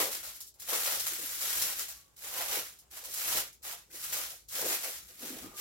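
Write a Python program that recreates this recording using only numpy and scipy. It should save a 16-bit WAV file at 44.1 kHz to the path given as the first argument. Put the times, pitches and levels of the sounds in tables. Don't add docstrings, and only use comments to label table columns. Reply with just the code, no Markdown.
import sys
import numpy as np
from scipy import signal
from scipy.fft import rfft, irfft, next_fast_len
from scipy.io import wavfile
from scipy.ndimage import uniform_filter1d

SR = 44100
rng = np.random.default_rng(int(sys.argv[2]) if len(sys.argv) > 2 else 0)


def to_linear_factor(level_db):
    exponent = np.asarray(level_db, float) / 20
    return 10 ** exponent


def wrap_up_sound(samples):
    columns = np.atleast_2d(samples).T
    tamed = np.clip(columns, -1, 1)
    steps = np.round(tamed * 32767).astype(np.int16)
    wavfile.write(sys.argv[1], SR, steps)


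N = 247092
HZ = np.fft.rfftfreq(next_fast_len(N), 1 / SR)
STEPS = np.arange(0, N / SR + .002, .001)

# (low edge [Hz], high edge [Hz])
CREASE_BANDS = [
    (3500, 9000),
    (9000, 17000),
    (1200, 3500),
    (450, 1200),
]
# (time [s], peak [dB], body relative to peak [dB])
BUCKLES = [(0.112, -30, -11), (.229, -35, -6), (.35, -40, -23), (.404, -34.5, -20), (.468, -40.5, -32),
           (.54, -49.5, -36), (.598, -41, -25), (.686, -29, -10), (0.856, -28.5, -3), (.996, -33, -17),
           (1.066, -26.5, -9.5), (1.41, -31, -10), (1.616, -24, -14), (1.788, -34, -24),
           (1.883, -34.5, -12.5), (2.164, -46.5, -13.5), (2.22, -38, -24), (2.406, -40, 3),
           (2.786, -46, -25), (2.91, -44, -18), (2.963, -38.5, -6.5), (3.038, -33, -11),
           (3.135, -28.5, -32), (3.325, -26, -8), (3.526, -48, -29), (3.631, -42, -17), (3.912, -53, -10),
           (4.118, -32, -7), (4.486, -39.5, -32), (4.832, -33, -3)]
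# (time [s], peak [dB], pitch [Hz], time to fade by 60 dB [s])
PINGS = [(.001, -35, 450, .12), (.001, -37, 540, .15), (.001, -36, 335, .12), (.001, -44, 1080, .1),
         (.009, -38, 680, .1), (.715, -46, 600, .08), (.72, -45, 800, .1), (.87, -46, 520, .08),
         (.885, -46, 1380, .08), (1.95, -69, 1130, .8), (2.407, -40, 690, .1), (2.484, -46, 1150, .06),
         (2.585, -41, 2400, .06), (2.96, -54, 1600, .08), (3.08, -53, 580, .1), (3.72, -50, 980, .1),
         (3.73, -49, 700, .1), (3.73, -53, 1350, .08), (3.9, -60, 1530, .08), (3.905, -60, 2050, .08),
         (3.91, -60, 2600, .08), (4.64, -43, 450, .15), (4.69, -43, 350, .15), (5.262, -48, 270, .15),
         (5.303, -41, 260, .1), (5.33, -47, 280, .08), (5.43, -58, 1250, .5), (5.434, -41, 245, .1),
         (5.46, -46, 320, .08), (5.525, -57, 1200, .7)]
# (frequency [Hz], level [dB per Hz])
FOIL_COLOUR = [(240, -50), (400, -4), (466, -6.5), (615, -5), (717, -4), (786, -5.5), (931, -5.5),
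               (1370, -5.5), (3080, -5.5), (7290, -3), (8630, -6), (12700, 3.5), (15700, 1)]
# (frequency [Hz], level [dB per Hz])
ROOM_COLOUR = [(25, -41), (38, -33), (50, -4), (59, -2), (72, -7), (100, -11.5), (200, -16.5), (400, -13),
               (1000, -23), (3000, -43), (7500, -21), (16000, -50)]
# (frequency [Hz], time to fade by 60 dB [s])
KITCHEN_FADE = [(200, 0.32), (600, 0.14), (1500, 0.19), (4000, 0.22), (8000, 0.12), (15000, 0.062)]
# (frequency [Hz], likeness [0 to 1])
LIKENESS = [(30, 0.74), (80, 0.68), (300, 0.43), (640, 0.051), (1400, 0.043), (3000, 0.086)]
# (start [s], rise [s], hold [s], effort [dB], breadth
# of folds [dB])
HAND_MOVES = [(0, 0.00067, 0.004, -32, -3.5), (0, 0.0016, .17, -43.5, -14), (0.218, 0.056, 0.008, -46, -15.5),
              (0.32, 0.036, 0.025, -57, -21), (0.522, 0.035, .04, -76.5, -7.5),
              (0.582, 0.036, .01, -50.5, -19.5), (0.636, 0.099, 0.0089, -37.5, -4.5),
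              (0.695, 0.079, 0.061, -38, -13), (0.814, 0.061, 0.073, -37.5, -10),
              (0.933, 0.056, 0.378, -43, -18), (1.367, 0.053, 0.19, -38, -15.5),
              (1.497, .15, 0.067, -39.5, -13.5), (1.727, 0.062, 0.026, -40.5, -17),
              (1.858, 0.021, 0.041, -54, -19), (1.933, 0.029, 0.036, -62, -20), (2.032, 0.044, 0.069, -78, -9),
              (2.152, .1, 0.034, -49, -10.5), (2.189, .2, 0.048, -40.5, -6.5), (2.385, .12, 0.08, -39.5, -9.5),
         (2.595, .06, 0.034, -53, -16), (2.697, 0.035, 0.014, -69, -13), (2.8, .03, 0.033, -76, -6),
         (2.896, 0.032, 0.074, -53, -12), (2.993, 0.27, 0.036, -39, -13.5),
         (3.241, .12, 0.017, -34.5, -8.5), (3.617, 0.033, 0.068, -46.5, -11.5),
         (3.742, 0.033, 0.015, -62, -11.5), (3.888, 0.067, .02, -48.5, -18.5),
         (3.958, 0.079, .02, -42.5, -19.5), (4.068, 0.064, 0.055, -39, -11.5),
         (4.177, 0.048, 0.024, -46, -12), (4.262, 0.038, 0.0088, -46.5, -26),
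         (4.474, 0.099, 0.085, -38.5, -11.5), (4.59, .13, 0.028, -36.5, -10.5),
         (4.768, 0.061, 0.058, -43, -14), (4.888, 0.032, 0.051, -48.5, -18),
         (5.009, 0.079, 0.2, -58.5, -20.5), (5.173, 0.056, 0.067, -47, -13),
         (5.297, 0.046, 0.097, -52.5, -9.5), (5.458, 0.027, 0.052, -63.5, -4),
         (5.535, .07, .05, -41, -14.5)]
# (level [dB], gain [dB per dB of effort], share of breadth [dB per dB], release [dB/s], rise power [-])
CREASE_SIZES = [
    (-2, 0, 0.0033, 196, 1.18),
    (0, 0.07, 0, 231, 1.35),
    (-3.5, -0.05, 0.3, 210, 1.63),
    (-1.6, -0.22, 1.13, 232, 2.13),
    (-4.5, 0.36, 1.15, 262, 3.2),
]
# (time [s], level [dB], resonance [Hz], swell [s])
BOOMS = [(.02, -36.5, 493, 0.048), (.715, -49, 240, 0.021), (1.13, -60, 270, 0.05), (1.56, -59, 220, .02),
         (3.95, -60.5, 352, 0.035), (5.115, -63.5, 430, .015), (1.22, -53, 298, 0.028),
         (1.81, -57.5, 390, 0.024), (2.568, -43, 445, 0.027), (3.07, -57.5, 503, 0.053),
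         (4.32, -61.5, 600, .04), (4.66, -40.5, 430, .055), (4.868, -49, 507, 0.041),
         (5.3, -48, 280, 0.059), (5.45, -50, 231, 0.032), (5.6, -57.5, 364, 0.1)]
# (time [s], level [dB], swell [s])
GUSTS = [
    (0, -58, 0.043),
    (.2, -68, 0.044),
    (1.02, -63.5, 0.11),
    (1.62, -57, 0.06),
    (2.53, -71.5, .1),
    (3.35, -54, .05),
    (4.13, -60, 0.043),
    (4.59, -62, 0.08),
    (5.05, -67, 0.055),
    (5.47, -56.5, .04),
]
# (time [s], left minus right [dB])
HANDS = [
    (0, 1),
    (1.6, 1.2),
    (2.2, -0.4),
    (4.0, -0.1),
    (4.3, 0.5),
    (5.6, .3),
]

USUAL_DB = -40


def evened(x):
    return x / np.sqrt(np.mean(x ** 2) + 1e-20)


def read(points, hz):
    f, value = np.transpose(points)
    return np.interp(np.log(hz + 1), np.log(f + 1), value)


def colour(x, gain):
    return irfft(rfft(x, next_fast_len(N)) * gain, next_fast_len(N))[..., :N]


def band(lo_hz, hi_hz):
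    return 1 / (1 + (HZ / hi_hz) ** 8) - 1 / (1 + (HZ / lo_hz) ** 8)


def resonate(x, hz, width_hz):
    turn = np.exp(2j * np.pi * np.cumsum(hz) / SR)
    r = np.exp(-np.pi * width_hz / SR)
    return 2 * (turn * signal.lfilter([1 - r], [1, -r], x / turn)).real


def add(mix, s, sound):
    part = mix[round(s * SR):][:len(sound)]
    part += sound[:len(part)]


def per_sample(v):
    return np.interp(np.arange(N) / SR, STEPS, v)


def swell(s, db, width):
    return to_linear_factor(2 * db) * np.exp(-((STEPS - s) / max(width, .005)) ** 2)


def likened(a, b, hz):
    same = np.clip(read(LIKENESS, hz), 0, 1)
    return np.array([a, same * a + np.sqrt(1 - same ** 2) * b])


def alike_noise(gain):
    a, b = rfft(rng.standard_normal((2, N)), next_fast_len(N))
    return evened(irfft(likened(a, b, HZ) * gain, next_fast_len(N))[:, :N])


def room_tone():
    hz = 56.1 + 4.0 * evened(uniform_filter1d(rng.standard_normal(N), 9000))
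    hum = to_linear_factor(-77) * evened(resonate(resonate(rng.standard_normal(N), hz, 5.8), hz, 11))
    air = to_linear_factor(-72) * alike_noise(to_linear_factor(read(ROOM_COLOUR, HZ)))
    return (air + hum) * to_linear_factor([[1], [-1]])


def echoes():
    taps = np.zeros((2, SR // 2))
    slots = np.arange(120, SR // 2 - 20, 16)
    at = slots + rng.integers(0, 16, (2, len(slots)))
    np.put_along_axis(taps, at, rng.choice([-1., 1.], at.shape), 1)
    hz, t, z = signal.stft(taps, SR, nperseg=256)
    z = likened(*z, hz[:, None]) * to_linear_factor(-60 * t / read(KITCHEN_FADE, hz)[:, None])
    strength = (abs(z) ** 2).sum(2).mean(0)
    z /= np.sqrt(uniform_filter1d(strength, size=9))[:, None]
    tail = signal.istft(z, SR, nperseg=256)[1]
    return tail / np.linalg.norm(tail[0])


def kitchen(x, count=6):
    turn_s = .008
    place = np.arange(N) / SR / turn_s - np.arange(count)[:, None]
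    away = abs((place + count / 2) % count - count / 2)
    shares = np.cos(np.pi / 2 * np.minimum(away, 1))
    size = next_fast_len(N + SR // 2)
    wet = sum(rfft(share * x, size) * rfft(echoes(), size) for share in shares)
    return irfft(wet, size)[:, :N]


def effort():
    spring_per_db = .006
    start, rise, hold, db, breadth_db = np.transpose(HAND_MOVES)[..., None]
    rise = np.maximum(rise, .001)
    u = STEPS - start
    rising = np.clip(u / rise, 0, 1) ** 2
    extra_db = db - USUAL_DB
    after = np.maximum(u - rise - np.maximum(hold, 0), 0) * np.exp(spring_per_db * extra_db)
    work = []
    for rel_db, gain, share, fall, late in CREASE_SIZES:
        level_db = db + rel_db + gain * extra_db + share * breadth_db - fall * after
        work.append((rising ** late * to_linear_factor(2 * level_db)).sum(0))
    return np.array(work) + 1e-12


def waft(work):
    stir = to_linear_factor(2 * -69.5) * (work[0] / to_linear_factor(2 * USUAL_DB)) ** 0.26
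    power = stir + sum(swell(s, db - 3.5, width) for s, db, width in GUSTS)
    puffs = alike_noise(band(38, 248) * to_linear_factor(read([(50, 2.0), (200, -5)], HZ)))
    return per_sample(np.sqrt(power)) * puffs * to_linear_factor([[1], [-1]])


def table(work):
    drone = evened(resonate(rng.standard_normal(N), np.full(N, 339), 36))
    return to_linear_factor(-19.5) * per_sample(np.sqrt(work[2])) * drone


def pings():
    out, t = np.zeros(N), np.arange(SR // 3) / SR
    for (s, db, hz, t60), (split, turn) in zip(PINGS, rng.random((len(PINGS), 2))):
        upper_hz = hz * (1.2 + 0.037 * split)
        upper = np.sin(2 * np.pi * (upper_hz * t + turn))
        pair = np.sin(2 * np.pi * hz * t) + .9 * np.exp(-t60 / .2) * upper
        add(out, s, to_linear_factor(db - 60 * t / t60) * pair * np.minimum(t / .005, 1))
    return out


def flex(work):
    booms = [(swell(s, db - 4.5, width), hz) for s, db, hz, width in BOOMS]
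    booms.append((work[4], 492))
    power = sum(p for p, _ in booms)
    hz = per_sample(sum(p * f for p, f in booms) / power)
    lumps = evened(uniform_filter1d(rng.standard_normal(N), 500))
    pushes = rng.standard_normal(N) * to_linear_factor(3.67 * lumps)
    boom = evened(resonate(resonate(pushes, hz, 343), hz, 343))
    return per_sample(np.sqrt(power)) * boom


def snaps(count=36):
    snaps_per_s, size_spread_db, lag_s = 4000, 3, .00013
    chance, size, crease = rng.random(N), rng.exponential(1, N), rng.integers(0, count, N)
    clumps = evened(uniform_filter1d(rng.standard_normal(N), 400))
    strength = to_linear_factor(size_spread_db * np.minimum(size, 3.6) + 1.35 * clumps)
    train = (chance < snaps_per_s / SR) * strength
    t, out = np.arange(768) / SR, np.zeros((2, N))
    for k in range(count):
        tick = to_linear_factor(-60 * t / 0.0012)
        after_ring = 0.49 * to_linear_factor(-60 * t / (0.0079 * rng.uniform(0.15, 2.2)))
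        ring = rng.standard_normal(768) * (tick + after_ring)
        heard = signal.oaconvolve(train * (crease == k), ring / np.linalg.norm(ring))[:N]
        lag = round(SR * (lag_s + .00014 * rng.standard_normal()))
        out += [np.roll(heard, lag), heard]
    return out


def crumple(work):
    power = np.array([per_sample(row) for row in work[:4]])
    u = np.arange(4000) / SR
    for start, db, body_db in BUCKLES:
        fade_s = max(0.011 + .00028 * (body_db + 19.5), .004)
        swarm = (1 - np.exp(-u / 0.0021)) * np.exp(-u / fade_s)
        for row, share_db in zip(power, (-10, -9, body_db - 8.5, body_db - 14)):
            add(row, start, to_linear_factor(2 * (db + share_db)) * swarm)
    crackle = rfft(snaps(), next_fast_len(N)) * to_linear_factor(np.clip(read(FOIL_COLOUR, HZ), -15, 15))
    out = np.zeros((2, N))
    for p, edges in zip(power, CREASE_BANDS):
        part = irfft(crackle * band(*edges), next_fast_len(N))[:, :N]
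        out += np.sqrt(p) * evened(part)
    return out


def scene():
    work = effort()
    pan_db = np.interp(np.arange(N) / SR, *np.transpose(HANDS))
    body = colour(flex(work) + pings() + table(work), band(120, 8000))
    body_pair = np.array([np.roll(body, round(.00008 * SR)), body])
    sheet = crumple(work) + body_pair * to_linear_factor([[.6], [-.6]])
    heard = sheet + to_linear_factor(-1) * kitchen(sheet[0] - 0.5 * body)
    return heard * to_linear_factor([pan_db / 2, -pan_db / 2]) + waft(work) + room_tone()


def low_pass(x):
    return signal.sosfilt(signal.butter(12, 16660, fs=SR, output="sos"), x)


def record(dry):
    return low_pass(colour(dry, HZ < 16050))


dry = scene()
out = record(dry)
wrap_up_sound(out)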